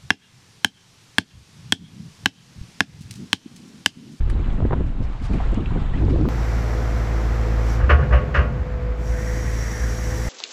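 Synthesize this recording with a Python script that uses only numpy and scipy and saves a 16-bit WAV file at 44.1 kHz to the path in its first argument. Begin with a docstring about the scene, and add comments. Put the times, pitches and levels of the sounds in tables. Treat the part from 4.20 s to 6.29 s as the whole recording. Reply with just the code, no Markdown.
"""Seawater and wind among boulders

Seawater sloshes in a gap: filtered noise and crowds of tiny ringing bubbles follow a swell.
Single bubbles, low gulps and drops are short rings; splashes are bursts of grainy noise.
Wind on the microphone is noise that rumbles, buffets, flutters and drones; hard eddies make dull pops.
The recorder's limiter holds the gusts down."""
import sys
import numpy as np
from scipy import signal
from scipy.fft import rfft, irfft, next_fast_len
from scipy.io import wavfile
from scipy.ndimage import uniform_filter1d

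SR = 44100
rng = np.random.default_rng(int(sys.argv[2]) if len(sys.argv) > 2 else 0)


def log_audio(samples):
    """Write samples as a 16-bit WAV file to the path given in sys.argv[1]."""
    # one column per channel
    frames = np.atleast_2d(samples).T
    # limit to full scale, then quantise
    limited = np.clip(frames, -1, 1)
    pcm = np.round(limited * 32767).astype(np.int16)
    wavfile.write(sys.argv[1], SR, pcm)


N = 92080
TIME = np.arange(N) / SR  # s

# All levels are set ahead of the limiter. Colour tables shape a noise, so their levels are relative.
# Slow wind pressure on the microphone: t/s, level/dB
RUMBLE_LEVEL = [(0.0, -17), (0.3, -20), (0.34, -15), (0.38, -23), (0.89, -21.5), (1.0, -31), (1.03, -24),
                (1.31, -17), (1.45, -27.5), (1.53, -19.5), (2.03, -22), (2.08, -29)]
# Tone of the rumble: f/Hz, level/dB
RUMBLE_COLOUR = [(6, -13.5), (20, -2.5), (38, 0), (52, -5), (75, -14.5), (200, -56), (1000, -120)]
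# Faster buffeting by the wind: t/s, level/dB
BUFFETING_LEVEL = [(0.0, -24), (0.36, -30), (0.46, -13.5), (0.48, -29), (0.52, -21), (0.69, -28),
                   (0.72, -51), (0.84, -22.5), (0.91, -41), (1.15, -21.5), (1.25, -38), (1.27, -26),
                   (1.8, -25), (1.82, -15), (2.04, -19.5), (2.08, -34)]
# Tone of the buffeting: f/Hz, level/dB
BUFFETING_COLOUR = [(35, -23.5), (60, 5), (75, -0.5), (100, -1), (130, -4), (165, -13.5), (300, -55),
                    (1500, -110)]
# Strength of the fluttering gusts, before a small trim in wind(): t/s, level/dB
FLUTTER_LEVEL = [(0.0, -18), (0.07, -80), (0.09, -44), (0.13, -29.5), (0.34, -32.5), (0.46, -20.5),
                 (0.49, -39), (0.53, -24), (0.75, -37), (0.82, -25.5), (0.84, -34.5), (1.0, -39.5),
                 (1.02, -27.5), (1.08, -53), (1.1, -23), (1.15, -19.5), (1.19, -33.5), (1.32, -34.5),
                 (1.34, -22), (1.36, -54), (1.38, -25), (1.4, -30), (1.43, -23.5), (1.45, -39.5),
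                 (1.57, -21.5), (1.59, -27.5), (1.71, -38), (1.75, -23.5), (1.77, -29), (2.08, -23.5)]
# Tone of the flutter: f/Hz, level/dB
FLUTTER_COLOUR = [(60, -19.5), (130, 4.5), (200, 4.5), (300, -4.5), (450, -13.5), (700, -22.5), (1400, -45),
                  (4000, -68.5), (12000, -110)]
# Drone of the wind in the microphone port: t/s, level/dB
DRONE_LEVEL = [(0, -54), (.12, -36.5), (.2, -40.5), (.38, -54), (.46, -38), (.5, -37), (.61, -31),
               (.7, -68), (1.08, -70), (1.13, -34), (1.2, -47), (1.42, -38.5), (1.47, -55), (1.72, -47.5),
               (1.8, -35.5), (1.95, -31), (2.08, -32)]
# Tone of the drone: f/Hz, level/dB
DRONE_COLOUR = [(100, -41), (230, -6), (265, -1), (305, -0.5), (360, 0), (450, -10), (530, -10.5),
                (700, -33.5), (1500, -37.5), (6000, -110)]
LUMP_DB, LUMPS_PER_S = 3, 45  # uneven strength of flutter and drone

# Swell of the water in the gap, before the wash and trickle gains: t/s, level/dB
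SWELL_LEVEL = [(0, -50.5), (.07, -52.5), (.12, -51), (.3, -47), (.37, -50), (.58, -49.5), (.73, -54),
               (.92, -49.5), (1.0, -52.5), (1.15, -46.5), (1.25, -44.5), (1.43, -49), (1.49, -47),
               (1.61, -45.5), (1.7, -47.5), (1.9, -45.5), (2.08, -50)]
# Tone of the water: f/Hz, level/dB
WATER_COLOUR = [(150, -12), (400, 5), (800, 7), (1300, 3.5), (2000, -2), (3000, -6), (4000, -10.5),
                (5000, -29), (7300, -20), (9000, -31), (11500, -42.5), (15000, -65)]
# Fine fizzing foam: t/s, level/dB
FOAM_LEVEL = [(0, -64), (.75, -68.5), (1.0, -60), (1.14, -55.5), (1.27, -61), (1.7, -66), (1.8, -57.5),
              (2.08, -57.5)]
# Tone of the foam: f/Hz, level/dB
FOAM_COLOUR = [(500, -42), (2000, -12.5), (4500, -4.5), (6000, -11), (8000, -19.5), (10500, -28.5),
               (15000, -47.5)]
WASH_DB, TRICKLE_DB = 4.5, -1  # each against the swell
PATCH_DB = 1  # unevenness of the wash
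TRICKLE_PER_S, TRICKLE_SPREAD_DB = 900, 3.5  # bubbles of all pitches together; spread of loudness
TRICKLE_CYCLES = 11.6  # decay time in cycles of the pitch

# Single bubbles, each before its onset and added splash: t/s, pitch f/Hz, level/dB, decay/s
BUBBLES = [(.006, 2250, -46, 0.005), (1.134, 2400, -35.5, 0.004), (1.143, 2180, -39, 0.0029),
           (1.202, 751, -24.5, 0.0078), (1.209, 814, -32, 0.0096), (1.204, 1570, -35, 0.0037),
           (1.239, 1390, -30.5, 0.0027), (1.351, 2820, -39.5, 0.014), (1.459, 2550, -29.5, 0.0032),
           (1.507, 970, -33.5, 0.0084), (1.737, 1880, -33.5, 0.0064), (1.739, 2400, -46.5, 0.0039),
           (1.775, 2595, -40.5, .008)]
BUBBLE_RISE = 0.028  # share by which the pitch climbs in one decay time
BUBBLE_ONSET_S = 0.00014
BUBBLE_SPLASH_DB, BUBBLE_SPLASH_OCTAVES = -6, 0.38  # gain against the ring; width

# Drops that tick on the rock, before their envelope: t/s, level/dB, decay/s, pitch f/Hz
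TICKS = [(0.099, -44, 0.0012, 7400), (.0994, -29, .0014, 1880), (.106, -43, .002, 2090),
         (.844, -50.5, .0012, 5200), (1.319, -51, .003, 6840), (1.345, -44, 0.0017, 6200),
         (1.3434, -36, 0.001, 3000), (1.85, -43, 0.0013, 4200), (2.012, -42, .002, 4300),
         (2.054, -42.5, .003, 1600)]
TICK_OCTAVES = 0.34  # width

# Short splashes, before the rock echoes: t/s, rise/s, decay/s, slap level/dB, spray level/dB, spray f/Hz
SPLASHES = [(0.102, .0035, 0.0091, -40.5, -53, 8550), (0.253, 0.0054, 0.0078, -55, -85, 3950),
            (0.33, 0.008, .012, -59, -63, 6460), (.675, .02, 0.047, -57, -69, 6400),
            (0.844, 0.023, 0.012, -56, -59, 4800), (1.033, 0.012, 0.013, -47, -60, 7900),
            (1.056, 0.016, 0.011, -40.5, -53, 6500), (1.136, 0.0075, 0.025, -48, -61, 6800),
            (1.343, .008, 0.011, -52.5, -63, 6900), (1.603, 0.014, 0.021, -45.5, -75, 4480),
            (1.905, 0.01, 0.01, -40.5, -59, 6400)]
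# Tone of the slap: f/Hz, level/dB
SLAP_COLOUR = [(200, -15.5), (700, 1.5), (1200, 3.5), (2400, -1.5), (3500, -7), (5000, -12), (12000, -87)]
SPRAY_OCTAVES, SPRAY_TOP_HZ = 0.5, 11300  # width; upper limit
SPRAY_GRAIN_DB, SPRAY_GRAINS_PER_S = 2.5, 180
ROCK_DB, ROCK_T60_S = -9, 0.15  # echo gain; time for the echoes to fall by 60 dB

# Eddies that pop on the microphone: t/s, length/s, level/dB, corner f/Hz
POPS = [(0.128, 0.0061, -34, 450), (0.153, 0.0031, -25.5, 330), (0.404, .0015, -21.5, 700),
        (0.4233, 0.0042, -26.5, 665), (0.432, 0.0034, -31, 900), (0.4532, 0.0026, -12, 400),
        (0.5104, 0.0035, -22.5, 980), (.524, 0.0055, -28, 1300), (0.5313, 0.0017, -17.5, 900),
        (.537, .006, -25, 1300), (1.143, 0.0051, -28, 640), (1.331, 0.0046, -26, 480),
        (1.382, 0.0096, -29.5, 513), (1.562, 0.0065, -27, 730), (1.824, 0.0032, -27, 770),
        (1.838, 0.0026, -28.5, 700), (1.884, .0045, -23.5, 560), (1.961, 0.0042, -24.5, 560),
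        (2.013, 0.003, -24.5, 650), (2.055, 0.0037, -29.5, 1330)]
POP_LOW_HZ, POP_TOP_HZ = 180, 3500  # low cut of the pop; upper limit of its skirt
POP_SLOPE, POP_TAIL_SLOPE = 4.33, 2.24  # filter exponents of body and skirt
POP_TAIL_DB = -15.5  # skirt against body
POP_PULSE_SHARE = 0.33  # weight of the pressure dip; the rest is turbulence

# Low gulps, before roughness: middle t/s, length/s, pitch f/Hz, glide/(octaves per s), level/dB
GULPS = [(1.14, 0.012, 205, -2, -21.5), (1.378, 0.01, 205, -2, -20.5), (1.424, 0.023, 260, -21.5, -29.5),
         (1.757, .012, 208.7, -4, -27.5), (1.79, .02, 291.8, 9, -29), (1.835, 0.013, 320, 9, -20),
         (1.911, .017, 268.6, -6.5, -19.5), (1.938, 0.0097, 512.7, -16, -25), (1.95, 0.021, 327.5, 3, -25),
         (2.015, 0.0084, 302, 11, -22), (2.045, 0.016, 352.6, 2.5, -23.5),
         (2.078, .013, 249.7, -13.5, -18.5)]
GULP_ROUGH, GULP_ROUGH_PER_S = 0.45, 130

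LIMIT_DB, LIMIT_RATIO, LIMIT_WINDOW_S = -16.5, 2.5, 0.022
FADE_S, EDGE_HZ = 0.006, 15700


def amp(db):
    """Turns decibels into gain."""
    return 10 ** (np.asarray(db) / 20)


def unit(x):
    """Scales a sound to an average strength (rms) of 1."""
    return x / np.sqrt(np.mean(x ** 2) + 1e-20)


def level(points):
    """Draws a gain over time through (t/s, level/dB) points."""
    return amp(np.interp(TIME, *np.transpose(points)))


def shaped(x, gain):
    """Filters x by a gain that depends on frequency, then scales it to rms 1."""
    size = next_fast_len(len(x), True)
    hz = np.fft.rfftfreq(size, 1 / SR) + 1  # 1 Hz up, to stay clear of zero
    return unit(irfft(rfft(x, size) * gain(hz), size)[:len(x)])


def coloured(x, points):
    """Filters x by (f/Hz, level/dB) points, then scales it to rms 1."""
    hz, db = np.transpose(points)
    return shaped(x, lambda f: amp(np.interp(np.log(f), np.log(hz), db)))


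def bell(f, centre_hz, octaves):
    """Gives a bell-shaped filter gain around a centre pitch."""
    return np.exp(-0.5 * (np.log2(f / centre_hz) / octaves) ** 2)


def noise():
    """Makes white noise: equal strength at all frequencies."""
    return rng.standard_normal(N)


def drift(rate):
    """Makes a smooth random wander, mostly slower than about rate cycles a second."""
    return shaped(noise(), lambda f: 1 / (1 + (f / rate) ** 4))


def power(x, window_s):
    """Averages the squared sound over a short sliding window."""
    t = np.arange(-4000, 4001) / SR
    window = np.exp(-(2 * t / window_s) ** 2)
    return abs(signal.fftconvolve(x ** 2, window / window.sum(), "same")) + 1e-12


def steadied(x, window_s):
    """Evens out the chance swells of a noise."""
    return x / np.sqrt(power(x, window_s))


def add(mix, s, sound):
    """Mixes a sound in at time s."""
    part = mix[max(round(s * SR), 0):][:len(sound)]
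    part += sound[:len(part)]


def wind():
    """Eddies of falling size press on the microphone: rumble, buffeting, lumpy flutter and drone."""
    rumble = steadied(coloured(noise(), RUMBLE_COLOUR), window_s=0.045) * level(RUMBLE_LEVEL)
    buffeting = steadied(coloured(noise(), BUFFETING_COLOUR), window_s=0.12) * level(BUFFETING_LEVEL)
    flutter = steadied(coloured(noise(), FLUTTER_COLOUR), window_s=0.02) * level(FLUTTER_LEVEL)
    drone = steadied(coloured(noise(), DRONE_COLOUR), window_s=0.02) * level(DRONE_LEVEL)
    wander = steadied(drift(rate=LUMPS_PER_S), window_s=0.079)
    lumps = unit(amp(LUMP_DB * wander))
    return rumble + buffeting + lumps * (amp(-0.85) * flutter + drone)


def bubble(hz, decay_s):
    """A bubble rings and dies away, its pitch rising as it nears the surface."""
    t = np.arange(0, 7 * decay_s, 1 / SR)
    turns = hz * (t + BUBBLE_RISE * t ** 2 / (2 * decay_s))
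    onset = 1 - np.exp(-t / BUBBLE_ONSET_S)
    return np.sin(2 * np.pi * turns) * np.exp(-t / decay_s) * onset


def trickle(count=40):
    """Tiny bubbles of many sizes ring at random moments, each size with its own pitch."""
    out = np.zeros(N)
    for hz in np.geomspace(500, 4500, count):
        loudness = amp(TRICKLE_SPREAD_DB * np.minimum(rng.exponential(1, N), 4))
        starts = rng.random(N) < TRICKLE_PER_S / count / SR
        ring = bubble(hz, TRICKLE_CYCLES / hz)
        ring /= np.linalg.norm(ring)
        out += signal.oaconvolve(loudness * starts, ring)[:N] * np.sqrt(hz)
    return out


def patchy_wash():
    """Rushing water is noise whose strength varies in patches over time and frequency."""
    grid = signal.stft(noise(), nperseg=512, noverlap=384)[2]
    patches = rng.standard_normal(grid.shape[::-1])  # time runs down, frequency across
    patches = uniform_filter1d(patches, size=8, axis=0)
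    patches = unit(uniform_filter1d(patches, size=7, axis=1)).T
    return signal.istft(grid * amp(PATCH_DB * patches), nperseg=512, noverlap=384)[1][:N]


def water():
    """Wash and tiny bubbles rise and fall with the swell; noise with its own level makes the foam."""
    wash = amp(WASH_DB) * coloured(patchy_wash(), WATER_COLOUR)
    bubbles = amp(TRICKLE_DB) * coloured(trickle(), WATER_COLOUR)
    foam = coloured(noise(), FOAM_COLOUR) * level(FOAM_LEVEL)
    return (wash + bubbles) * level(SWELL_LEVEL) + foam


def plops():
    """Larger bubbles stand out of the slosh, each with a little noisy splash around its pitch."""
    out = np.zeros(N)
    for s, hz, db, decay in BUBBLES:
        ring = bubble(hz, decay)
        t = TIME[:len(ring)]
        splash = shaped(noise(), lambda f: bell(f, hz, BUBBLE_SPLASH_OCTAVES))[:len(ring)]
        envelope = np.exp(-t / decay) * np.minimum(t * hz, 1)  # one cycle to rise
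        add(out, s, amp(db) * (ring + amp(BUBBLE_SPLASH_DB) * splash * envelope))
    return out


def ticks():
    """Single drops hit the rock: noise around one pitch rises within a cycle and dies at once."""
    out = np.zeros(N)
    t = TIME[:SR // 20]
    for s, db, decay, hz in TICKS:
        ring = shaped(noise()[:len(t)], lambda f: bell(f, hz, TICK_OCTAVES))
        envelope = np.exp(-t / decay) * np.minimum(t * hz, 1)
        add(out, s, amp(db) * ring * envelope)
    return out


def splashes():
    """Water slaps the rock and throws a grainy spray: a dull and a bright band of one noise."""
    out = np.zeros(N)
    for s, rise, decay, slap_db, spray_db, spray_hz in SPLASHES:
        drops = noise() * amp(SPRAY_GRAIN_DB * drift(rate=SPRAY_GRAINS_PER_S))
        slap = coloured(drops, SLAP_COLOUR)
        spray = shaped(drops, lambda f: bell(f, spray_hz, SPRAY_OCTAVES) / (1 + (f / SPRAY_TOP_HZ) ** 8))
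        envelope = np.exp(-np.where(TIME < s, ((s - TIME) / rise) ** 2, (TIME - s) / decay))
        out += envelope * (amp(slap_db) * slap + amp(spray_db) * spray)
    return out


def rocks(x):
    """Boulders return short scattered echoes: random taps that die away."""
    t = TIME[:SR // 4]
    hits = (rng.random(len(t)) < 2000 / SR) * (t > 0.003)  # 2000 echoes per s, none in the first 3 ms
    taps = rng.standard_normal(len(t)) * hits * amp(-60 * t / ROCK_T60_S)
    return x + amp(ROCK_DB) * signal.fftconvolve(x, taps / np.linalg.norm(taps))[:N]


def pop_colour(f, corner_hz):
    """A pop is dull: it weakens above its corner, but for a faint skirt, and loses its lowest bass."""
    body = 1 / (1 + (f / corner_hz) ** POP_SLOPE)
    skirt = amp(POP_TAIL_DB) / (1 + (f / corner_hz) ** POP_TAIL_SLOPE) / (1 + (f / POP_TOP_HZ) ** 8)
    return (body + skirt) / (1 + (POP_LOW_HZ / f) ** 3)


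def pops():
    """Each hard eddy is a sharp pressure dip inside a few milliseconds of turbulence."""
    out = np.zeros(N)
    for s, length, db, corner_hz in POPS:
        window = np.exp(-((TIME - s) / length) ** 2)
        click = -1.0 * (np.arange(N) == round(s * SR))
        dip = shaped(click, lambda f: pop_colour(f, corner_hz))
        turbulence = unit(shaped(noise(), lambda f: pop_colour(f, corner_hz)) * window)
        pop = unit(np.sqrt(POP_PULSE_SHARE) * dip + np.sqrt(1 - POP_PULSE_SHARE) * turbulence)
        out += amp(db) * pop * np.sqrt(np.mean(window ** 2))  # longer pops carry more energy
    return out


def gulps():
    """Air pockets between the rocks ring briefly, gliding as the water fills or leaves them."""
    out = np.zeros(N)
    for s, length, hz, glide, db in GULPS:
        pitch = hz * 2 ** (glide * np.clip(TIME - s, -2 * length, 2 * length))
        turns = np.cumsum(pitch) / SR + rng.random()
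        roughness = 1 + GULP_ROUGH * drift(rate=GULP_ROUGH_PER_S)
        envelope = np.exp(-((TIME - s) / length) ** 2)
        out += amp(db) * np.sin(2 * np.pi * turns) * roughness * envelope
    return out


def scene():
    """Adds the wind at the microphone to the water; only splashes and plops echo off the rocks."""
    echoing = rocks(splashes() + plops())
    return (wind() + water() + ticks() + echoing + pops() + gulps())[None]


def record(dry):
    """Turns loud moments down with a limiter, softens both ends and cuts the highest treble."""
    over_db = np.maximum(10 * np.log10(power(dry[0], LIMIT_WINDOW_S)) - LIMIT_DB, 0)
    ramp = np.minimum(np.minimum(TIME, TIME[::-1]) / FADE_S, 1)
    ends = np.sin(np.pi / 2 * ramp) ** 2
    held = dry * amp(-over_db * (1 - 1 / LIMIT_RATIO)) * ends
    treble_cut = signal.firwin(511, EDGE_HZ, window=("kaiser", 9), fs=SR)
    return signal.oaconvolve(held, treble_cut[None], "same")


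dry = scene()
out = record(dry)
log_audio(out)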